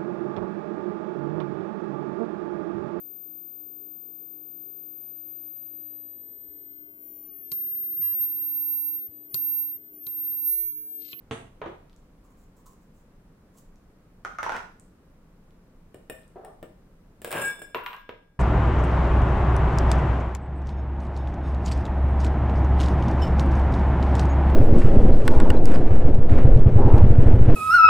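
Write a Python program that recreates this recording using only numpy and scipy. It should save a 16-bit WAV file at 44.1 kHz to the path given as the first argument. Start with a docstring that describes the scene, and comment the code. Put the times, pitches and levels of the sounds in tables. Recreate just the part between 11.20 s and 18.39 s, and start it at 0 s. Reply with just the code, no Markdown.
"""A kitchen counter, where a coffee dripper knocks, a wet ball of ice slides out of its plastic mold and the
dropped mold rattles to rest. The ball taps a hand-held tumbler, rolls down its wall and makes it sing; the
tilted tumbler then knocks back onto its foot. Blows are coloured noise bursts with dying modes, rolling and
slipping are filtered random grains, sung notes are wavering sines; soft room tone lies beneath it all."""
import sys
import numpy as np
from scipy import signal
from scipy.fft import rfft, irfft
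from scipy.io import wavfile
from scipy.ndimage import uniform_filter1d

SR = 44100
rng = np.random.default_rng(int(sys.argv[2]) if len(sys.argv) > 2 else 0)


def materialize(psi):
    """Save the field psi as 16-bit PCM at rate SR to the path in sys.argv[1].

    A 1-D psi becomes a single channel; in a 2-D psi each row is a channel.
    """
    bounded = np.clip(np.atleast_2d(psi).T, -1, 1)
    quanta = np.round(bounded * 32767).astype(np.int16)
    wavfile.write(sys.argv[1], SR, quanta)


N = 317079  # length in samples

# Levels in the tables are relative: trims, damping and room come on top.
# Ice against the tumbler's wall. Each row: start in seconds, knock in dB, ring in dB,
# hardness in dB per octave, bass weight in dB.
WALL_BLOWS = [(4.744, -38, -47.5, 0, 8.5), (4.898, -32, -31.5, -0.5, 0.5), (4.925, -43, -51, 1, 12),
              (5.248, -46.5, -48.5, 2.5, 0), (5.428, -34, -48.5, 0, 5.5), (6.0181, -36.5, -47.5, 5, 10),
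              (6.0462, -25.5, -41.5, 3, -2), (6.075, -33.5, -41, -2, -4), (6.107, -35, -36, 2, -5.5),
              (6.116, -25, -40.5, 3.5, -5.5), (6.127, -25, -50.5, 0.5, -21), (6.2164, -49, -29.5, 2.5, 1),
              (6.392, -47, -46, -6, 1), (6.418, -39.5, -40.5, 1, 0)]
# Colour of the wall's knock. Each row: frequency in Hz, density in dB per Hz.
WALL_KNOCK = [(80, -7), (250, -2), (400, 4), (620, 5), (850, -9), (1350, -11.5), (1600, -14.5), (1820, -20),
              (2100, -15), (2900, -17), (4600, -29.5), (6600, -35.5), (8500, -22.5), (11500, -35),
              (16000, -23.5)]
# Modes of the free wall. Each row: frequency in Hz, level in dB, t60 in seconds.
WALL_MODES = [(1634, 3, 0.18), (2320, -6, .4), (2695, -5, 0.064), (3526, -11, 0.28), (5286, -10.5, 0.97),
              (5800, -36, 0.146), (7390, -6.5, 0.75), (7910, -7, 1), (8740, -2.5, 0.84),
              (8820, -12.5, 0.078), (9530, -16, 0.26), (10250, -10, 0.32), (11000, -8.5, 0.054),
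              (11500, -33, 0.21), (12000, -21.5, 0.081), (13100, -7.5, 0.14), (13300, -27, 0.17),
              (13980, -22, .2), (14500, -14, .15), (15100, -40, .15), (15650, -18.5, .2)]
# how firmly the fingers press the ball on the glass (0-1), before and after they let it go
PRESS_HELD, PRESS_FREE, LET_GO_AT_S, LET_GO_LENGTH_S = .86, 0.072, 6.0, 0.033
RIM_DB = 3  # held against the rim, the ball feeds the lowest mode most
# the falling ball skips down the wall; each skip: knock dB, ring dB, hardness dB per octave, bass dB
SKIP_AT_S, SKIP_GAP_S, SKIP = 6.153, 0.026, (-35, -54, -2, -6)


def wall_taps():
    """Ice strikes the tumbler; while it stays pressed on, the glass rings higher and shorter."""
    out = np.zeros((2, N))
    skips = [(SKIP_AT_S + k * SKIP_GAP_S, *SKIP) for k in range(3)]
    for s, knock_db, ring_db, hardness, bass_db in WALL_BLOWS + skips:
        since_let_go = s - LET_GO_AT_S
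        pressed = np.interp(since_let_go, [0, LET_GO_LENGTH_S], [PRESS_HELD, PRESS_FREE])
        lowest_hz = WALL_MODES[0][0]
        modes = [(hz, db + RIM_DB * pressed * (hz == lowest_hz), t60) for hz, db, t60 in WALL_MODES]
        glass = ring(modes, scatter_db=2.5, damping=350 + 1200 * pressed, stiffen_hz=195 * pressed)
        hit = amp(knock_db) * knock(WALL_KNOCK, hardness, bass_db, shudder=0.96, t60=0.078)
        add(out, s, kitchen(hit + amp(ring_db - 4.5) * glass, wet_db=-2.5))
    return out


# The ball scraping the wall. Each row: start in seconds, length in seconds, level in dB.
BALL_GRINDS = [(6.11, .18, -38.5)]
SCRAPE_WIDTH_HZ = 23  # the scraping ball damps the modes and widens them


def grinding(slips):
    """Tiny slips of the scraping ball shake the widened modes of the wall, with a little wet hiss."""
    glass = 0.
    for hz, db, t60 in WALL_MODES:
        level = amp(db + 0.98 * np.log2(hz / 8000))
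        glass = glass + level * resonate(slips, hz, 6 / t60 + SCRAPE_WIDTH_HZ)
    hiss = evened(colour(slips, SLIDE_HISS))
    return (evened(glass) + 0.09 * hiss) * strokes(BALL_GRINDS, rise=0.079, t60=0.17)


# Notes rubbed out of the glass. Each row: start in seconds, length in seconds, level in dB,
# rise in seconds, t60 in seconds.
NOTES = [(6.095, 0.11, -40, 0.065, 0.93), (6.204, 0.097, -32, .055, 0.087), (6.6, .23, -57.5, .15, 0.96)]
# Modes that the rubbing draws. Each row: frequency in Hz, level in dB, lag of the swell in seconds.
SUNG_MODES = [(1625, -0.5, 0.0014), (2300, -13.5, 0.0087), (3525, -17.5, 0.031), (5250, -25.5, 0.032)]


def singing():
    """Stick-slip draws the low modes as wavering notes; the higher ones swell late and ring on."""
    t = np.arange(N) / SR
    drive = sum(stroke(*row) for row in NOTES)
    note = 0.
    for hz, db, lag in SUNG_MODES:
        # halved, because the resonance at 0 Hz has gain 2
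        swell = resonate(drive, 0, 1 / (2 * np.pi * lag)) / 2 * amp(1.2 * waver(25))
        # the higher modes reach the ears further out of step
        apart = min(hz / 3600, .8) * np.array([[1], [-1]])
        note = note + amp(db) * swell * np.sin(2 * np.pi * hz * t + 0.41 * waver(31) + apart)
    return np.sqrt(2) * note


# Squeaks of the rubbed glass. Each row: start in seconds, length in seconds, level in dB.
SQUEAKS = [(6.248, 0.019, -34.5), (6.276, 0.0069, -38.5)]
SQUEAK_HZ = 8005


def squeaking():
    """Stick-slip at one high pitch: brief sines with a fast, random waver of phase."""
    t = np.arange(N) / SR
    tone = np.sin(2 * np.pi * SQUEAK_HZ * t + 1.5 * waver(160))
    return strokes(SQUEAKS, rise=0.0026, t60=.04) * tone


def rubbing():
    """The ball slips down the wall: it grinds, sings and squeaks, each with its own share of room."""
    slips = widened(grains(per_s=2800, spread_db=7.0), 0.62 * grains(per_s=1300, spread_db=10.5))
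    wet_grind = kitchen(grinding(slips), wet_db=-8.0)
    return wet_grind + kitchen(singing(), wet_db=-13) + kitchen(squeaking(), wet_db=-7.5)


# Stereo lean of the wall's sound. Each row: frequency in Hz, left minus right in dB.
GLASS_BALANCE = [(400, 1), (1600, 4), (2400, -1), (4400, 1.5), (8500, -5.5), (12000, 1.5)]


def tumbler_wall():
    """Taps and rubbing together; each mode of the wall radiates more to one side."""
    lean_db = read(GLASS_BALANCE, np.fft.rfftfreq(N, 1 / SR)) * np.array([[.5], [-.5]])
    return irfft(rfft(wall_taps() + rubbing()) * amp(lean_db), N)


# The foot knocking on the counter. Each row: start in seconds, knock in dB, ring in dB,
# hardness in dB per octave, bass weight in dB.
FOOT_BLOWS = [(6.5465, -23.5, -45, 2, 7), (6.556, -30.5, -49.5, -7, 8), (6.636, -54, -50, 5, -11),
              (6.6625, -26.5, -47, 2.5, -46), (6.731, -35.5, -51.5, 1, -31), (6.765, -53, -76, 14, 0),
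              (6.892, -31, -75.5, 1, 14)]
# Colour of the foot's knock. Each row: frequency in Hz, density in dB per Hz.
FOOT_KNOCK = [(59, -48), (100, -22.5), (299, -12), (481, 0.5), (841, -7), (1010, 0), (1200, -3.5),
              (1880, -9), (2850, -10.5), (3810, -19.5), (4580, -32), (10300, -53.5), (13200, -41),
              (14000, -52)]
# Modes of the foot. Each row: frequency in Hz, level in dB, t60 in seconds.
FOOT_MODES = [(968, 6.5, 0.3), (994, 8.5, 0.42), (1040, -3, 0.22), (1420, 12.5, .1), (2100, -11, .15),
              (2760, 11.5, 0.08), (3630, -14, .08), (8000, -19, .15), (9100, -22, 0.23), (10975, -22, 0.3),
              (12040, -4, 0.15), (12960, 3, 0.093), (15710, -20, 0.38)]


def tumbler_foot():
    """The tilted tumbler knocks back onto its foot: glass modes and a thud of the worktop."""
    return blows(FOOT_BLOWS, FOOT_KNOCK, FOOT_MODES, knock_db=0.0, ring_db=-5, thud_db=-31.5,
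                 shudder=0.78, t60=0.051, wet_db=-2.5)


# The foot rolling on the counter as the tumbler tilts, the ball rolling down the wall, and the ball
# circling in the bottom. Each row: start in seconds, length in seconds, level in dB.
FOOT_ROLLS = [(5.156, .016, -43), (5.232, 0.049, -47.5)]
BALL_ROLLS = [(6.115, 0.059, -31.5)]
BALL_CIRCLES = [(6.545, 0.043, -38), (6.65, 0.11, -48)]
# Their colours, in the same order. Each row: frequency in Hz, density in dB per Hz.
TILT_COLOUR = [(120, -20), (270, -22), (390, -2.5), (560, -12.5), (730, -1), (900, -14.5), (1100, -20),
               (1330, -19), (2300, -41), (4000, -48), (6000, -69)]
ROLL_COLOUR = [(47, -48.5), (80, -8.5), (333, -7.5), (496, -2), (765, -9), (1020, -3.5), (1290, -10),
               (1660, -8), (1920, -13.5), (2810, -15), (4920, -42), (6000, -50), (7800, -70), (13200, -120)]
CIRCLE_COLOUR = [(200, -26), (600, -8.5), (880, -7.5), (960, 2), (1060, 8), (1200, -3.5), (1460, -6),
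                 (2200, -13), (2830, -14), (3200, -35), (3800, -25), (4600, -45), (12000, -52)]


def tumbler_rolls():
    """Rolling bumps of the foot on the counter and of the ball inside the glass."""
    tilt = rolling(strokes(FOOT_ROLLS, rise=0.0043, t60=0.28), TILT_COLOUR, wet_db=-2.0)
    down = rolling(strokes(BALL_ROLLS, rise=0.045, t60=0.49), ROLL_COLOUR, wet_db=-7.5)
    around = rolling(strokes(BALL_CIRCLES, rise=0.028, t60=0.28), CIRCLE_COLOUR, wet_db=-18)
    return tilt + down + around


# The mold's bounces. Each row: start in seconds, knock in dB, ring in dB, hardness in dB per octave,
# bass weight in dB.
MOLD_BLOWS = [(3.049, -26, -25.5, 3.5, 4), (3.186, -26.5, -21, 1, -11.5), (3.230, -21.5, -27.5, 3, -1),
              (3.264, -28, -26, 0.5, -7), (3.294, -21.5, -28.5, 0.5, -8), (3.321, -25.5, -52, 2, 3.5),
              (3.346, -34, -42, 0, -2), (3.366, -26.5, -50, 3, -0.5)]
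# Colour of the mold's knock. Each row: frequency in Hz, density in dB per Hz.
MOLD_KNOCK = [(88, -27), (150, -17.5), (361, -9), (398, -6.5), (578, -6), (960, -2), (1170, -8.5),
              (1450, 1.5), (1630, -5.5), (3420, -24.5), (4580, -31.5), (5910, -28), (6640, -33.5),
              (13200, -48.5), (16000, -49)]
# Modes of the mold before it tips. Each row: frequency in Hz, level in dB, t60 in seconds.
MOLD_MODES = [(740, -13, 0.029), (950, -35, 0.03), (1252, 1, 0.032), (1422, 2, 0.038), (1540, -15, 0.028),
              (2100, -15.5, 0.044), (6050, -18, 0.02)]
# The rim chattering as the bounces merge. Each row: start in seconds, length in seconds, level in dB.
MOLD_SCUFFS = [(3.305, 0.059, -35)]
# after each bounce the far side of the rim lands too, softer and duller (hardness in dB per octave)
REBOUND_S, REBOUND_DB, REBOUND_HARDNESS = 0.0077, -10, -4.5
# the mold's note drops as it tips from its rim onto its side; the low modes drop most
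TIP_AT_S, TIP_LENGTH_S, TIP_DROP_HZ = 3.24, 0.0264, 385


def tipping(s):
    """Pitch shift in Hz of a bounce at s seconds, as the mold tips over."""
    return -TIP_DROP_HZ * np.clip((s - TIP_AT_S) / TIP_LENGTH_S, 0, 1)


def dropped_mold():
    """The empty mold bounces on both sides of its rim, tips over and chatters to rest."""
    rebounds = [(s + REBOUND_S, knock_db + REBOUND_DB, ring_db + REBOUND_DB, hardness + REBOUND_HARDNESS, bass_db)
                for s, knock_db, ring_db, hardness, bass_db in MOLD_BLOWS]
    bounces = blows(MOLD_BLOWS + rebounds, MOLD_KNOCK, MOLD_MODES, knock_db=-4.0, ring_db=-2.5, thud_db=-30,
                    shudder=0.86, t60=0.045, wet_db=1.0, shift_hz=tipping)
    return bounces + rolling(strokes(MOLD_SCUFFS, rise=0.056, t60=0.1), MOLD_KNOCK, wet_db=-6.0)


# Ice slipping in the mold. Each row: start in seconds, length in seconds, wet hiss in dB,
# hollow of the mold in dB.
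SLIPS = [(1.032, 0.026, -71, -63.5), (1.087, 0.03, -72.5, -68), (1.16, 0.083, -73.5, -85),
         (1.35, 0.054, -72, -74), (1.443, 0.034, -61, -58), (1.49, .035, -70.5, -72), (1.60, .03, -77, -85),
         (1.73, 0.082, -76, -88), (2.325, 0.035, -73, -75), (2.361, .028, -59.5, -65)]
# Colour of wet ice slipping, also heard in the grinding. Each row: frequency in Hz, density in dB per Hz.
SLIDE_HISS = [(1760, -45), (3000, -12), (5000, -10), (7400, 1.5), (8580, -6), (14000, -8.5), (16000, -4)]


def unmolding():
    """Wet ice slips along the plastic: a fine crackle, and the hollow of the mold answering."""
    hiss = evened(colour(grains(per_s=1000, spread_db=0), SLIDE_HISS))
    hiss *= strokes([(s, length, db) for s, length, db, _ in SLIPS], rise=0.021, t60=0.1)
    hollow = evened(resonate(resonate(rng.standard_normal(N), 1100, 220), 1030, 240))
    hollow *= strokes([(s, length, db) for s, length, _, db in SLIPS], rise=0.031, t60=.06)
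    return kitchen(hiss + hollow, wet_db=-1.5)


# The dripper's blows. Each row: start in seconds, knock in dB, ring in dB, hardness in dB per octave,
# bass weight in dB.
DRIPPER_BLOWS = [(.111, -25, -48.5, 3.5, 7), (.416, -31.5, -82, -3.5, -15), (.460, -32.5, -72, -0.5, 3)]
# Colour of the dripper's knock. Each row: frequency in Hz, density in dB per Hz.
DRIPPER_KNOCK = [(35, -24), (60, -16), (101, 5), (161, -11), (295, -4.5), (372, -0.5), (542, -5.5),
                 (878, -7.5), (1450, -14), (3580, -25.5), (5110, -45), (6440, -40.5), (9000, -65),
                 (11700, -74), (19800, -120)]
# Modes of the dripper. Each row: frequency in Hz, level in dB, t60 in seconds.
DRIPPER_MODES = [(2900, 5, .025), (3700, 5, 0.05), (6360, 0, 0.16), (6590, -0.5, 0.19), (7500, -7, 0.23),
                 (7780, 1.5, 0.23), (8230, -3, 0.23), (9200, -6, 0.29), (10760, -13, 0.23),
                 (11670, -7.5, 0.23)]


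def coffee_dripper():
    """The dripper knocks on the counter: rough contact, bright short modes and a thud below."""
    return blows(DRIPPER_BLOWS, DRIPPER_KNOCK, DRIPPER_MODES, knock_db=1.0, ring_db=-9.0, thud_db=-25,
                 shudder=1.41, t60=0.088, wet_db=2.0)


# Small snaps of ice and wet plastic. Each row: start in seconds, level in dB, centre in Hz.
SNAPS = [(0.6973, -52, 3400), (0.7306, -53, 3340), (0.7633, -52, 6800), (1.5338, -54.5, 6900),
         (2.5586, -56, 6050), (3.5982, -42, 8040), (4.308, -57.5, 2920), (5.034, -55, 2960),
         (5.0797, -53, 8460)]


def snaps():
    """Single bright ticks of cracking ice and wet plastic: clicks through two broad resonances."""
    out, click = np.zeros((2, N)), signal.unit_impulse(SR // 2)
    for s, db, hz in SNAPS:
        tick = resonate(resonate(click, hz, 2800), hz, 2800)
        add(out, s, kitchen(amp(db + 3) * tick / abs(tick).max(), wet_db=-1.5))
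    return out


# Colour of the room tone. Each row: frequency in Hz, density in dB per Hz.
HUSH = [(12, -36), (20, 3), (35, -5.5), (74, -12.5), (134, -14), (168, -8.5), (241, -15.5), (293, -16),
        (337, -21), (485, -20.5), (738, -28.5), (1150, -29.5), (3340, -44), (14700, -51), (16000, -54.5)]
# Likeness of the two ears. Each row: frequency in Hz, correlation of left and right from -1 to 1.
LIKENESS = [(60, 0.99), (130, 0.99), (290, 0.96), (640, 0.62), (1410, 0.31), (3100, -0.13), (6820, -0.32),
            (15000, 0.32)]
HUSH_DB = -54  # level before the sink
HUSH_SINK_AT_S, HUSH_SINK_LENGTH_S, HUSH_SINK_DB = 6, 0.78, 6.5


def hush():
    """Low room tone, alike at both ears in the bass, sinking away at the end."""
    hz, t = np.fft.rfftfreq(N, 1 / SR), np.arange(N) / SR
    left, other = rfft(rng.standard_normal((2, N)))
    same = np.clip(read(LIKENESS, hz), -1, 1)
    right = same * left + np.sqrt(1 - same ** 2) * other
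    air = irfft(np.array([left, right]) * amp(read(HUSH, hz)), N)
    sunk = np.clip((t - HUSH_SINK_AT_S) / HUSH_SINK_LENGTH_S, 0, 1)
    return evened(air) * amp(HUSH_DB - HUSH_SINK_DB * sunk)


# The worktop's thud. Each row: frequency in Hz, level in dB, t60 in seconds.
COUNTER_MODES = [(77, -5, 0.18), (96.5, -2.5, 0.54)]


def blows(rows, points, modes, knock_db, ring_db, thud_db, shudder, t60, wet_db, shift_hz=lambda s: 0):
    """Each blow is a knock and the ring of the object, heard in the kitchen, and a dry worktop thud."""
    out = np.zeros((2, N))
    for s, row_knock_db, row_ring_db, hardness, bass_db in rows:
        hit = amp(row_knock_db + knock_db) * knock(points, hardness, bass_db, shudder, t60)
        hit += amp(row_ring_db + ring_db) * ring(modes, scatter_db=2.5, split=0.01, stiffen_hz=shift_hz(s))
        thud = amp(row_knock_db + bass_db / 2 + thud_db) * ring(COUNTER_MODES, scatter_db=1.5)
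        add(out, s, kitchen(hit, wet_db) + thud)
    return out


def knock(points, hardness, bass_db, shudder, t60, size=26000):
    """A brief rough contact, then the duller shudder of the struck body; its loudest 2 ms have level 1."""
    t = np.arange(size) / SR
    contact, body = np.exp(-t / 0.0012), amp(-60 * t / t60)
    crack, shake = rng.choice([-1, 1], (2, 2, size))
    shake = signal.sosfilt(signal.butter(1, 1800, fs=SR, output="sos"), shake)
    crack = crack * contact / np.linalg.norm(contact)
    shake = shake * body / np.linalg.norm(body)
    force = rfft(crack + 1.43 * shudder * shake)
    # the blow feeds all frequencies evenly; the colour comes from the body alone
    force /= np.sqrt(uniform_filter1d(abs(force) ** 2, size=160))
    mid, side = irfft(force, size) * (np.arange(size) < size / 2)
    push = colour(widened(mid, 0.42 * side), points, hardness, bass_db)
    return push / np.sqrt(uniform_filter1d((push ** 2).mean(0), size=88).max())


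def ring(modes, scatter_db, damping=0, stiffen_hz=0, split=0.002, size=26000):
    """Dying modes in close pairs; a pressed contact damps them (dB per s) and raises the low ones most."""
    t, out = np.arange(size) / SR, np.zeros((2, size))
    for hz, db, t60 in modes:
        pitch = hz + stiffen_hz / (1 + (hz / 7000) ** 4)
        # short waves reach the two ears out of step
        apart = rng.choice([-1, 1]) * min(hz / 3500, .65) * np.array([[1], [-1]])
        phase = rng.uniform(0, 2 * np.pi) + apart
        twin = pitch * (1 + split * rng.normal())
        pair = 0.98 * np.sin(2 * np.pi * pitch * t + phase) + 0.12 * np.cos(2 * np.pi * twin * t + phase)
        out += amp(db + scatter_db * rng.normal() - (60 / t60 + damping) * t) * pair
    return out * (1 - np.exp(-t / 0.00041))  # soft onset


def rolling(gain, points, wet_db):
    """Small bumps of a rolling or chattering contact, as random grains in the given colour."""
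    bumps = widened(grains(per_s=1800, spread_db=1.0), .5 * grains(per_s=780, spread_db=-3.5))
    return kitchen(evened(colour(bumps, points)) * gain, wet_db)


def grains(per_s, spread_db):
    """Random tiny slips of uneven size."""
    hits = rng.choice([-1, 1], N) * (rng.random(N) < per_s / SR)
    return hits * amp(spread_db * np.minimum(rng.exponential(1, N), 3))


def stroke(s, length, db, rise, t60):
    """Gain of one contact: it swells smoothly, holds to the end of its length, then dies away."""
    t = np.arange(N) / SR - s
    swell = np.sin(np.pi / 2 * np.clip(t / rise, 0, 1)) ** 2
    return swell * amp(db - 60 * np.maximum(t - length, 0) / t60)


def strokes(rows, rise, t60):
    """Gain of several contacts that share one attack and one release."""
    return np.sqrt(sum(stroke(*row, rise, t60) ** 2 for row in rows))


def waver(width_hz):
    """Slow random motion of size 1."""
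    return evened(resonate(resonate(rng.standard_normal(N), 0, width_hz), 0, width_hz))


def resonate(x, hz, width):
    """One resonance of about gain 1, width in Hz; at 0 Hz it is a lowpass of gain 2."""
    r = np.exp(-np.pi * width / SR)
    return 2 * signal.lfilter([1 - r], [1, -r * np.exp(2j * np.pi * hz / SR)], x).real


def colour(x, points, hardness=0, bass_db=0, size=2048):
    """Causal filter with the given spectrum; harder contact tilts it up, weight lifts the bass."""
    hz = abs(np.fft.fftfreq(size, 1 / SR))
    tilt_db = hardness * np.log2(np.clip(hz, 500, 8000) / 1000)
    db = read(points, hz) + tilt_db + bass_db / (1 + (hz / 500) ** 4)
    log_gain = np.log(amp(np.maximum(db, -100)))
    # minimum phase, so that nothing sounds before the blow
    taps = np.fft.ifft(np.exp(signal.hilbert(log_gain).conj())).real[:size // 2]
    return signal.oaconvolve(np.atleast_2d(x), taps[None], axes=1)[:, :x.shape[-1]]


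def widened(mid, side, mono_below_hz=480):
    """Two ears that hear the bass alike and the treble apart."""
    side = signal.sosfilt(signal.butter(2, mono_below_hz, "high", fs=SR, output="sos"), side)
    return np.array([mid + side, mid - side])


# Decay of the kitchen. Each row: frequency in Hz, t60 in seconds.
ROOM = [(100, 0.55), (400, 0.43), (1500, 0.4), (5000, 0.43), (15000, 0.33)]


def kitchen(x, wet_db, size=24000):
    """Direct sound plus dense random reflections, whose decay time depends on frequency."""
    taps = widened(*(rng.standard_normal((2, size)) * (rng.random((2, size)) < .12)))
    taps *= np.clip(np.arange(size) / SR / 0.0032 - .5, 0, 1)  # a short gap before the reflections
    hz, t, z = signal.stft(taps, SR, nperseg=256)
    tail = signal.istft(z * amp(-60 * t / read(ROOM, hz)[:, None]), SR, nperseg=256)[1]
    tail /= np.linalg.norm(tail, axis=1, keepdims=True)
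    return x + amp(wet_db) * signal.fftconvolve(np.atleast_2d(x), tail, axes=1)[:, :x.shape[-1]]


def amp(db):
    """Decibels to gain."""
    return 10 ** (np.asarray(db) / 20)


def evened(x):
    """Scale to an rms of 1."""
    return x / np.sqrt(np.mean(x ** 2) + 1e-20)


def read(points, hz):
    """A curve's value at hz, on a log-frequency axis."""
    f, value = np.transpose(points)
    return np.interp(np.log(hz + 1), np.log(f + 1), value)


def add(mix, s, sound):
    """Lay a sound into the mix at s seconds, cut at the end."""
    part = mix[:, round(s * SR):][:, :sound.shape[-1]]
    part += sound[..., :part.shape[1]]


def scene():
    """Dripper and mold a little to the right, foot and rolls a little to the left, over the room tone."""
    right_hand_side = coffee_dripper() + dropped_mold() + unmolding() + snaps()
    left_hand_side = tumbler_foot() + tumbler_rolls()
    placed = right_hand_side * amp([[-.8], [.8]]) + left_hand_side * amp([[.5], [-.5]])
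    return placed + tumbler_wall() + hush()


def record(dry):
    """A steep lowpass ends the treble at 15950 Hz."""
    lowpass = signal.firwin(511, 15950, window=("kaiser", 9), fs=SR)
    return signal.oaconvolve(dry, lowpass[None], "same")


dry = scene()
out = record(dry)
materialize(out)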